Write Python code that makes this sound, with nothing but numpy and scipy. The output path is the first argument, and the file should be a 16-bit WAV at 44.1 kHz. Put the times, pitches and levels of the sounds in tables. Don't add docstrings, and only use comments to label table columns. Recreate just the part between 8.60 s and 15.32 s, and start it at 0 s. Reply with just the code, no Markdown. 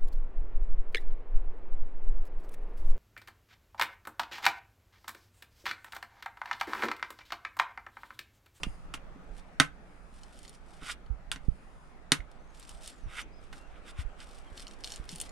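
import sys
import numpy as np
from scipy import signal
from scipy.io import wavfile
from scipy.ndimage import uniform_filter1d

SR = 44100
rng = np.random.default_rng(int(sys.argv[2]) if len(sys.argv) > 2 else 0)


def master_out(mix):
    frames = np.transpose(np.atleast_2d(mix))
    ceiling = np.clip(frames, -1, 1)
    pcm = np.round(ceiling * 32767).astype(np.int16)
    wavfile.write(sys.argv[1], SR, pcm)


N = 296220

# (time [s], rumble [dB], rush [dB], wash [dB])
WEATHER = [(0.0, -47, -59.5, -55.5), (0.822, -55.5, -62, -58.5), (2.129, -56.5, -65.5, -59),
           (2.73, -47, -62.5, -59.5), (3.03, -55.5, -65, -59.5), (6.72, -51.5, -72, -54.5)]
# (frequency [Hz], level [dB])
WASH_TONE = [(120, -42.5), (200, -5), (283, -4.5), (360, -7), (850, -7), (950, -12), (1270, -8.5),
             (1620, -12.5), (2420, -17.5), (2960, -23), (5000, -30.5), (6500, -32.5), (9400, -37.5),
             (12000, -47.5), (16000, -82)]
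# (frequency [Hz], likeness [0 to 1])
WASH_LIKENESS = [(60, 0.006), (180, 0.94), (550, 0.52), (1650, 0.19), (4970, 0.05), (15000, 0.15)]
# (frequency [Hz], left minus right [dB])
WASH_LEAN = [(60, -23), (180, 0.5), (550, 1), (1650, 2.5), (4970, -1), (15000, 6.5)]
# (frequency [Hz], level [dB])
RUMBLE_TONE = [(8.8, -23.5), (15, -1.5), (39, -10.5), (54, -9.5), (87, -26.5), (130, -23), (170, -61),
               (290, -120)]
# (frequency [Hz], level [dB])
RUSH_TONE = [(70, -24.5), (130, 1), (170, 9.5), (260, -7), (400, -44.5)]
# (time [s], level [dB], final pitch [Hz], left minus right [dB], fade time [s])
BUFFETS = [(0.066, -29, 131, 0, 0.022), (0.698, -52, 34.2, -19, 0.42), (2.499, -33.5, 50.5, -29, 0.13),
           (2.883, -11, 70, -29, 0.02), (3.59, -41, 42, -18, 0.11), (4.429, -42, 36, -30, 0.14),
           (4.459, -31.5, 38, 0, 0.016), (5.386, -33.5, 65, 11.5, 0.067), (5.448, -38.5, 33.6, -21, 0.12),
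           (5.918, -43, 34.6, -12, 0.056), (6.398, -27.5, 48.4, -5.5, 0.016),
           (6.524, -50.5, 161, -1, 0.085)]
# (time [s], level [dB], thud [dB], shell [dB], favoured pitch [Hz], crush [dB], brightness [dB/octave])
CHOPS = [(0.0324, -19, -19.5, -10, 3380, -22.5, -2.5), (0.338, -37, -5.5, 3, 3060, 1.5, -0.5),
         (0.375, -48, -10.5, -10, 2600, -6, -9), (0.557, -58, 13, -16.5, 1000, -16, -7),
         (0.9988, -3, -16.5, -15, 1740, -19.5, -2.5), (2.221, -49, 5.5, -33, 900, 10, -12),
         (2.7153, -17, -37, -19.5, 1380, -18.5, 0), (2.759, -33.5, -14, -18, 1990, -14.5, -3.5),
         (3.5187, -4, -18.5, -23, 1900, -23, -0.2), (3.603, -51, -25, -1, 2080, -15, 0),
         (4.927, -42.5, -6, -7, 1670, -2.5, -1.5)]
# (frequency [Hz], level [dB])
CRACK_TONE = [(500, -15.5), (1870, -11), (3290, -1), (5470, -5), (7530, -12), (8700, -5.5), (13300, -27),
              (16000, -61.5)]
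# (frequency [Hz], level [dB])
CRUSH_TONE = [(290, -22), (600, -12), (960, -4.5), (1400, 1.5), (1950, -7), (2600, -3.5), (5000, -10.5),
              (9630, -11.5), (13300, -25.5), (16000, -45)]
# (pitch [Hz], level [dB], fade time [s])
SHELL_NOTES = [(773, 5, 0.046), (949, 6, 0.052), (1020, -4, .05), (1155, -2, 0.053), (1340, -5.5, 0.04),
               (1440, -1, 0.059), (1530, 0, 0.085), (1875, -4, 0.07), (2012, -1.5, 0.082),
               (2140, -1, 0.068), (2366, -9, 0.075), (2710, -11.5, 0.053), (2850, -1, 0.03),
               (3220, 0, 0.038), (3510, -9.5, 0.031), (4220, -12.5, 0.018), (5400, -12.5, .02)]
# (pitch [Hz], level [dB], fade time [s])
HOLLOW_NOTES = [(146, -2.5, 0.093), (275, 1.5, .06), (428, -8, 0.045)]
# (start [s], hold [s], level [dB])
HISS_SWELLS = [(0.04, 0.052, -67), (1.3, 0.42, -79), (2.95, 0.33, -77.5)]
# (frequency [Hz], level [dB])
HISS_TONE = [(4300, -16), (4930, 1), (5600, -12.5), (7170, -4.5), (7800, -10.5), (9160, -1), (11000, -11),
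             (14500, -30.5)]
# (start [s], hold [s], level [dB])
LEVERINGS = [(0.768, 0.02, -62), (1.543, 0.22, -68.5), (1.73, 0.22, -64), (2.073, 0.11, -67.5),
             (2.854, 0.0088, -71.5), (3.958, 0.15, -61.5), (4.078, 0.16, -63.5), (4.223, 0.07, -54),
             (4.84, 0.0083, -67.5), (4.968, 0.011, -60), (5.675, 0.13, -63.5), (5.981, 0.04, -54),
             (6.07, 0.06, -64), (6.257, 0.099, -52.5), (6.53, 0.022, -50), (6.593, 0.064, -57)]
# (frequency [Hz], level [dB])
FIBRE_TONE = [(1400, -15), (2400, -7.5), (3250, -3), (3800, -5.5), (4350, -6.5), (5500, -5.5), (6400, -11),
              (8800, -5.5), (12000, -19.5), (16000, -40)]
# (time [s], level [dB], pitch [Hz])
SNAPS = [(1.634, -39.5, 6000), (1.79, -40.5, 8450), (1.831, -42, 8000), (1.851, -36.5, 3200),
         (1.879, -38, 5700), (1.8948, -40, 9500), (2.3149, -27, 5170), (2.462, -47.5, 2860),
         (3.7148, -46.5, 7800), (3.9977, -39.5, 9400), (4.0274, -38.5, 4450), (4.0929, -35.5, 9000),
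         (4.242, -42, 8750), (4.26, -37.5, 8600), (4.2767, -30.5, 8000), (4.2986, -44, 4600),
         (4.303, -41, 9300), (4.971, -46.5, 3930), (5.603, -35.5, 3980), (5.9769, -32.5, 4140),
         (5.996, -32, 3900), (6.018, -48, 2980), (6.069, -34, 4370), (6.08, -36.5, 6000),
         (6.111, -37, 3900), (6.1363, -43, 4570), (6.2066, -45, 7000), (6.238, -31, 4600),
         (6.2447, -23, 5000), (6.2745, -27.5, 4700), (6.303, -34, 5500), (6.3207, -28, 6040),
         (6.338, -31.5, 4340), (6.3601, -30.5, 7150), (6.454, -48, 9000), (6.4916, -28, 5370),
         (6.5167, -36.5, 8300), (6.559, -31.5, 8700), (6.583, -39, 10100), (6.6017, -25, 8000),
         (6.614, -25.5, 8600), (6.62, -33, 8540), (6.659, -48, 4800), (6.6932, -38.5, 6050)]
# (pitch [Hz], level [dB], fade time [s])
BLADE_NOTES = [(3100, -1, 0.014), (3720, -5, 0.014), (4320, -1.5, 0.022), (5120, -5, 0.012),
               (5550, -2, 0.017), (6870, -1, 0.012), (8820, 2, 0.007)]
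# (start [s], contact [s], rasp [dB], treble [dB], jerk over rasp [dB])
PULLS = [(2.23, 0.095, -42.5, -43.5, 8.5), (4.498, 0.118, -44, -48, 11.5),
         (5.275, 0.035, -52.5, -56.5, 2.5), (5.391, 0.032, -50.5, -56, -11), (5.604, 0.038, -55, -58, 3),
         (5.101, 0.083, -62, -85, 4.5)]
# (frequency [Hz], level [dB])
RASP_TONE = [(410, -24), (900, -10), (1100, -3), (1450, 6), (1750, -1.5), (2000, 6), (2500, 2),
             (2950, -2.5), (3900, -7), (5200, -81)]
# (time [s], pitch [Hz], level [dB])
WHISTLE_PATH = [(3.78, 5950, -79), (3.95, 6700, -78), (3.99, 7350, -74), (4.085, 7600, -74),
                (4.125, 8600, -69), (4.2, 8200, -71), (4.26, 7900, -82), (4.31, 7450, -70),
                (4.36, 7250, -72), (4.41, 6400, -75), (4.52, 4950, -74)]
# (start [s], length [s], first pitch [Hz], arch height [Hz], last pitch [Hz], level [dB])
CHIRPS = [(4.615, .03, 6020, 60, 6000, -59), (4.715, .095, 4800, 260, 4830, -68),
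          (4.98, .1, 2740, 0, 2750, -67), (5.85, .055, 3350, 0, 3050, -64)]
# (frequency [Hz], left minus right [dB])
DIRECT_LEAN = [(60, -4.5), (180, 1), (550, -2.5), (1650, -5.5), (4970, -0.5), (15000, 4.5)]


def gain_of(db):
    return 10 ** (np.asarray(db) / 20)


def evened(x):
    return x / np.sqrt(np.mean(x ** 2) + 1e-20)


def wobble(length, size):
    return evened(uniform_filter1d(rng.standard_normal(length), size))


def read(points, hz):
    f, value = np.transpose(points)
    return np.interp(np.log(hz + 1), np.log(f + 1), value)


def add(mix, s, sound):
    part = mix[..., round(s * SR):][..., :sound.shape[-1]]
    part += sound[..., :part.shape[-1]]


def colour(x, tone, tilt_db=0., size=4096):
    hz = abs(np.fft.fftfreq(size, 1 / SR))
    db = read(tone, hz) + tilt_db * np.log2((hz + 100) / 3000)
    log_gain = np.log(gain_of(np.maximum(db, -100)))
    taps = np.fft.ifft(np.exp(np.conj(signal.hilbert(log_gain)))).real[:size // 2]
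    return signal.oaconvolve(x, taps / np.linalg.norm(taps))[:len(x)]


def ring(notes, t, detune=.006):
    level_db, pitch, phase = rng.normal([0, 1, 0], [1.5, detune, 1], (len(notes), 3)).T
    hz, db, t60 = np.transpose(notes)[:, :, None]
    waves = np.sin(2 * np.pi * hz * pitch[:, None] * t + phase[:, None])
    return (gain_of(db + level_db[:, None] - 60 * t / t60) * waves).sum(axis=0)


def distance(hz, *pitches):
    return min(np.log2(hz / np.array(pitches)) ** 2)


def swells(start, hold, db, rise_db_per_s, fall_db_per_s):
    t = np.arange(0, N / SR + .002, .001)[:, None]
    away_db = rise_db_per_s * np.maximum(start - t, 0) + fall_db_per_s * np.maximum(t - start - hold, 0)
    return np.interp(np.arange(N) / SR, t[:, 0], gain_of(db - away_db).max(axis=1))


def wash():
    frames, hz = N // 256 + 5, np.fft.rfftfreq(1024, 1 / SR)
    a, b, c, d, patches = rng.standard_normal((frames, 513, 5)).T
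    patches = evened(uniform_filter1d(uniform_filter1d(patches, size=10, axis=0), size=20, axis=1))
    likeness, lean = read(WASH_LIKENESS, hz)[:, None], read(WASH_LEAN, hz)[:, None] / 2
    left = a + 1j * b
    right = likeness * left + np.sqrt(1 - likeness ** 2) * (c + 1j * d)
    tone = gain_of(read(WASH_TONE, hz)[:, None] + 1.8 * patches)
    spectra = np.array([left, right]) * tone * gain_of([lean, -lean])
    water = evened(signal.istft(spectra, nperseg=1024, noverlap=768)[1][:, :N])
    s, _, _, db = np.transpose(WEATHER)
    return gain_of(np.interp(np.arange(N) / SR, s, db)) * water


def wind():
    t = np.arange(N) / SR
    s, rumble_db, rush_db, _ = np.transpose(WEATHER)
    rumble = np.array([evened(colour(rng.standard_normal(N), RUMBLE_TONE, size=32768)) for _ in range(2)])
    rush = evened(colour(rng.standard_normal(N), RUSH_TONE, size=16384))
    out = gain_of(np.interp(t, s, rush_db)) * np.array([rush, rush])
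    rumble_gain = gain_of(np.interp(t, s, rumble_db) + [[0], [6]])
    t = t[:SR // 4]
    for s, db, hz, lean_db, t60 in BUFFETS:
        cycles = hz * (t + .0065 * (1 - np.exp(-t / .0023)))
        thump = -np.sin(2 * np.pi * cycles) * gain_of(-60 * t / t60) * (1 - np.exp(-t / .0054)) ** 2
        ports = gain_of([[min(lean_db, 0)], [min(-lean_db, 0)]])
        add(out, s, gain_of(db + 21) * ports * thump)
        eddies = gain_of(db + 6.5 - 60 * t / .088) * (1 - np.exp(-t / .02))
        add(rumble_gain, s, ports * eddies)
    return out + rumble_gain * rumble


def chops():
    out, t = np.zeros(N), np.arange(SR // 4) / SR
    for s, db, thud_db, shell_db, favoured_hz, crush_db, tilt_db in CHOPS:
        bite = gain_of(2.5 - 60 * t / .01) * rng.standard_normal(len(t))
        bite[0] = 5
        crack = colour(bite, CRACK_TONE, tilt_db)
        settle_s = max(.125 + .0015 * db, .03)
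        settling = gain_of(crush_db - 60 * t / settle_s) * rng.standard_normal(len(t))
        crush = colour(settling, CRUSH_TONE, tilt_db)
        notes = [(hz, note_db - 57 * distance(hz, favoured_hz, 2.17 * favoured_hz), t60)
                 for hz, note_db, t60 in SHELL_NOTES]
        jolts = gain_of(6.3 * np.tanh(wobble(len(t), 60)))
        shell = gain_of(shell_db) * ring(notes, t) * jolts * (1 - np.exp(-t / .00009))
        sink_in = (1 - np.exp(-t / .001)) ** 2
        thud = gain_of(thud_db) * ring(HOLLOW_NOTES, t, detune=.009) * sink_in
        lead_in = gain_of(-29) * np.linspace(0, 1, SR // 1000) ** 2 * rng.standard_normal(SR // 1000)
        add(out, s, gain_of(db) * np.concatenate([lead_in, .35 * crack + crush + shell + thud]))
    return out


def hiss():
    level = swells(*np.transpose(HISS_SWELLS), rise_db_per_s=70, fall_db_per_s=90)
    return level * evened(colour(rng.standard_normal(N), HISS_TONE))


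def slips(per_s, spread_db):
    size = gain_of(spread_db * np.minimum(rng.exponential(1, N), 4)) * rng.choice([-1, 1], N)
    return evened(size * (rng.random(N) < per_s / SR))


def rustle():
    clumps = gain_of(3 * wobble(N, SR // 150))
    start, hold, db = np.transpose(LEVERINGS)
    push = swells(start, hold, db, rise_db_per_s=355, fall_db_per_s=314)
    strain = swells(start, hold, db - 14.5, rise_db_per_s=48, fall_db_per_s=48)
    fibres = evened(colour(slips(per_s=2500, spread_db=4.2) * clumps, FIBRE_TONE))
    return fibres * np.maximum(push, strain)


def snaps():
    out, t = np.zeros(N), np.arange(SR // 12) / SR
    rise = 1 - np.exp(-t / .00016)
    for s, db, hz in SNAPS:
        tick_db = 16 + .4 * (db + 28) + 8 * np.log2(hz / 6500)
        tick = gain_of(tick_db - 60 * t / .00075) * np.sin(2 * np.pi * hz * t)
        burst = gain_of(-11 - 60 * t / .016) * rng.standard_normal(len(t))
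        fizz = colour(burst, FIBRE_TONE, tilt_db=6 * np.log2(hz / 5000))
        notes = [(note_hz, note_db + rng.normal(0, 3) - 18 * distance(note_hz, hz, hz / 2.8), t60)
                 for note_hz, note_db, t60 in BLADE_NOTES]
        blade = gain_of(-10.5) * ring(notes, t, detune=.01)
        add(out, s, gain_of(db) * rise * (tick + fizz + blade))
    return out


def rasp():
    free_s, release_db_per_s = .026, 746
    scrape = slips(per_s=3000, spread_db=2.6)
    start, contact, rasp_db, treble_db, jerk_db = np.transpose(PULLS)
    peak = start + contact - free_s
    touch = swells(start, contact, 0, release_db_per_s / 2, release_db_per_s)
    drag = swells(peak, 0, rasp_db, rise_db_per_s=134, fall_db_per_s=229)
    jerk = swells(peak, 0, rasp_db + jerk_db, rise_db_per_s=791, fall_db_per_s=791)
    treble = swells(peak, free_s, treble_db, rise_db_per_s=189, fall_db_per_s=release_db_per_s)
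    coarse = np.maximum(drag, jerk) * colour(scrape, RASP_TONE)
    return touch * (coarse + treble * colour(scrape, FIBRE_TONE))


def thin_tone(hz, db):
    flutter, breaks = wobble(len(hz), 300), wobble(len(hz), 300)
    cycles = np.cumsum(hz * (1 + .005 * flutter)) / SR
    soft_ends = signal.windows.tukey(len(hz), min(.03 * SR / len(hz), 1))
    return gain_of(db + 2.5 * breaks) * soft_ends * np.sin(2 * np.pi * cycles)


def whistles():
    out = np.zeros(N)
    s, hz, db = np.transpose(WHISTLE_PATH)
    t = np.arange(s[0], s[-1], 1 / SR)
    add(out, s[0], thin_tone(np.interp(t, s, hz), np.interp(t, s, db)))
    for s, length, first_hz, arch_hz, last_hz, db in CHIRPS:
        progress = np.arange(0, 1, 1 / (length * SR))
        arch = np.sin(np.pi * progress)
        hz = first_hz + (last_hz - first_hz) * progress + arch_hz * arch
        add(out, s, thin_tone(hz, db - 8 * (1 - arch)))
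    return out


def echoes(x):
    t = np.arange(SR // 8) / SR
    taps = rng.choice([-1., 1.], (2, len(t))) * (rng.random((2, len(t))) < .06) * (t > .0008)
    dull = uniform_filter1d(taps, size=9, axis=1)
    taps = dull * gain_of(-60 * t / .2) + (taps - dull) * gain_of(10.5 - 60 * t / .056)
    taps /= np.linalg.norm(taps[0])
    taps[:, round(.0048 * SR)] += gain_of(-11.5)
    return signal.oaconvolve(x[None], taps, axes=1)[:, :N]


def scene():
    sounds = chops() + snaps() + rustle() + rasp() + whistles() + hiss()
    hz = np.fft.rfftfreq(N, 1 / SR)
    lean = read(DIRECT_LEAN, hz) / 2
    shift = np.exp(.5j * (hz / 10000) ** 2)
    direct = np.fft.irfft(np.fft.rfft(sounds) * gain_of([lean, -lean]) * [1 / shift, shift], N)
    return direct + gain_of(-6.5) * echoes(sounds) + wind() + wash()


def record(dry):
    ceiling, top_hz = .93, 15900
    rounded = dry / (1 + (abs(dry) / ceiling) ** 6) ** (1 / 6)
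    treble_cut = signal.firwin(511, top_hz, window=("kaiser", 9), fs=SR)
    return signal.oaconvolve(rounded, treble_cut[None], "same")


dry = scene()
out = record(dry)
master_out(out)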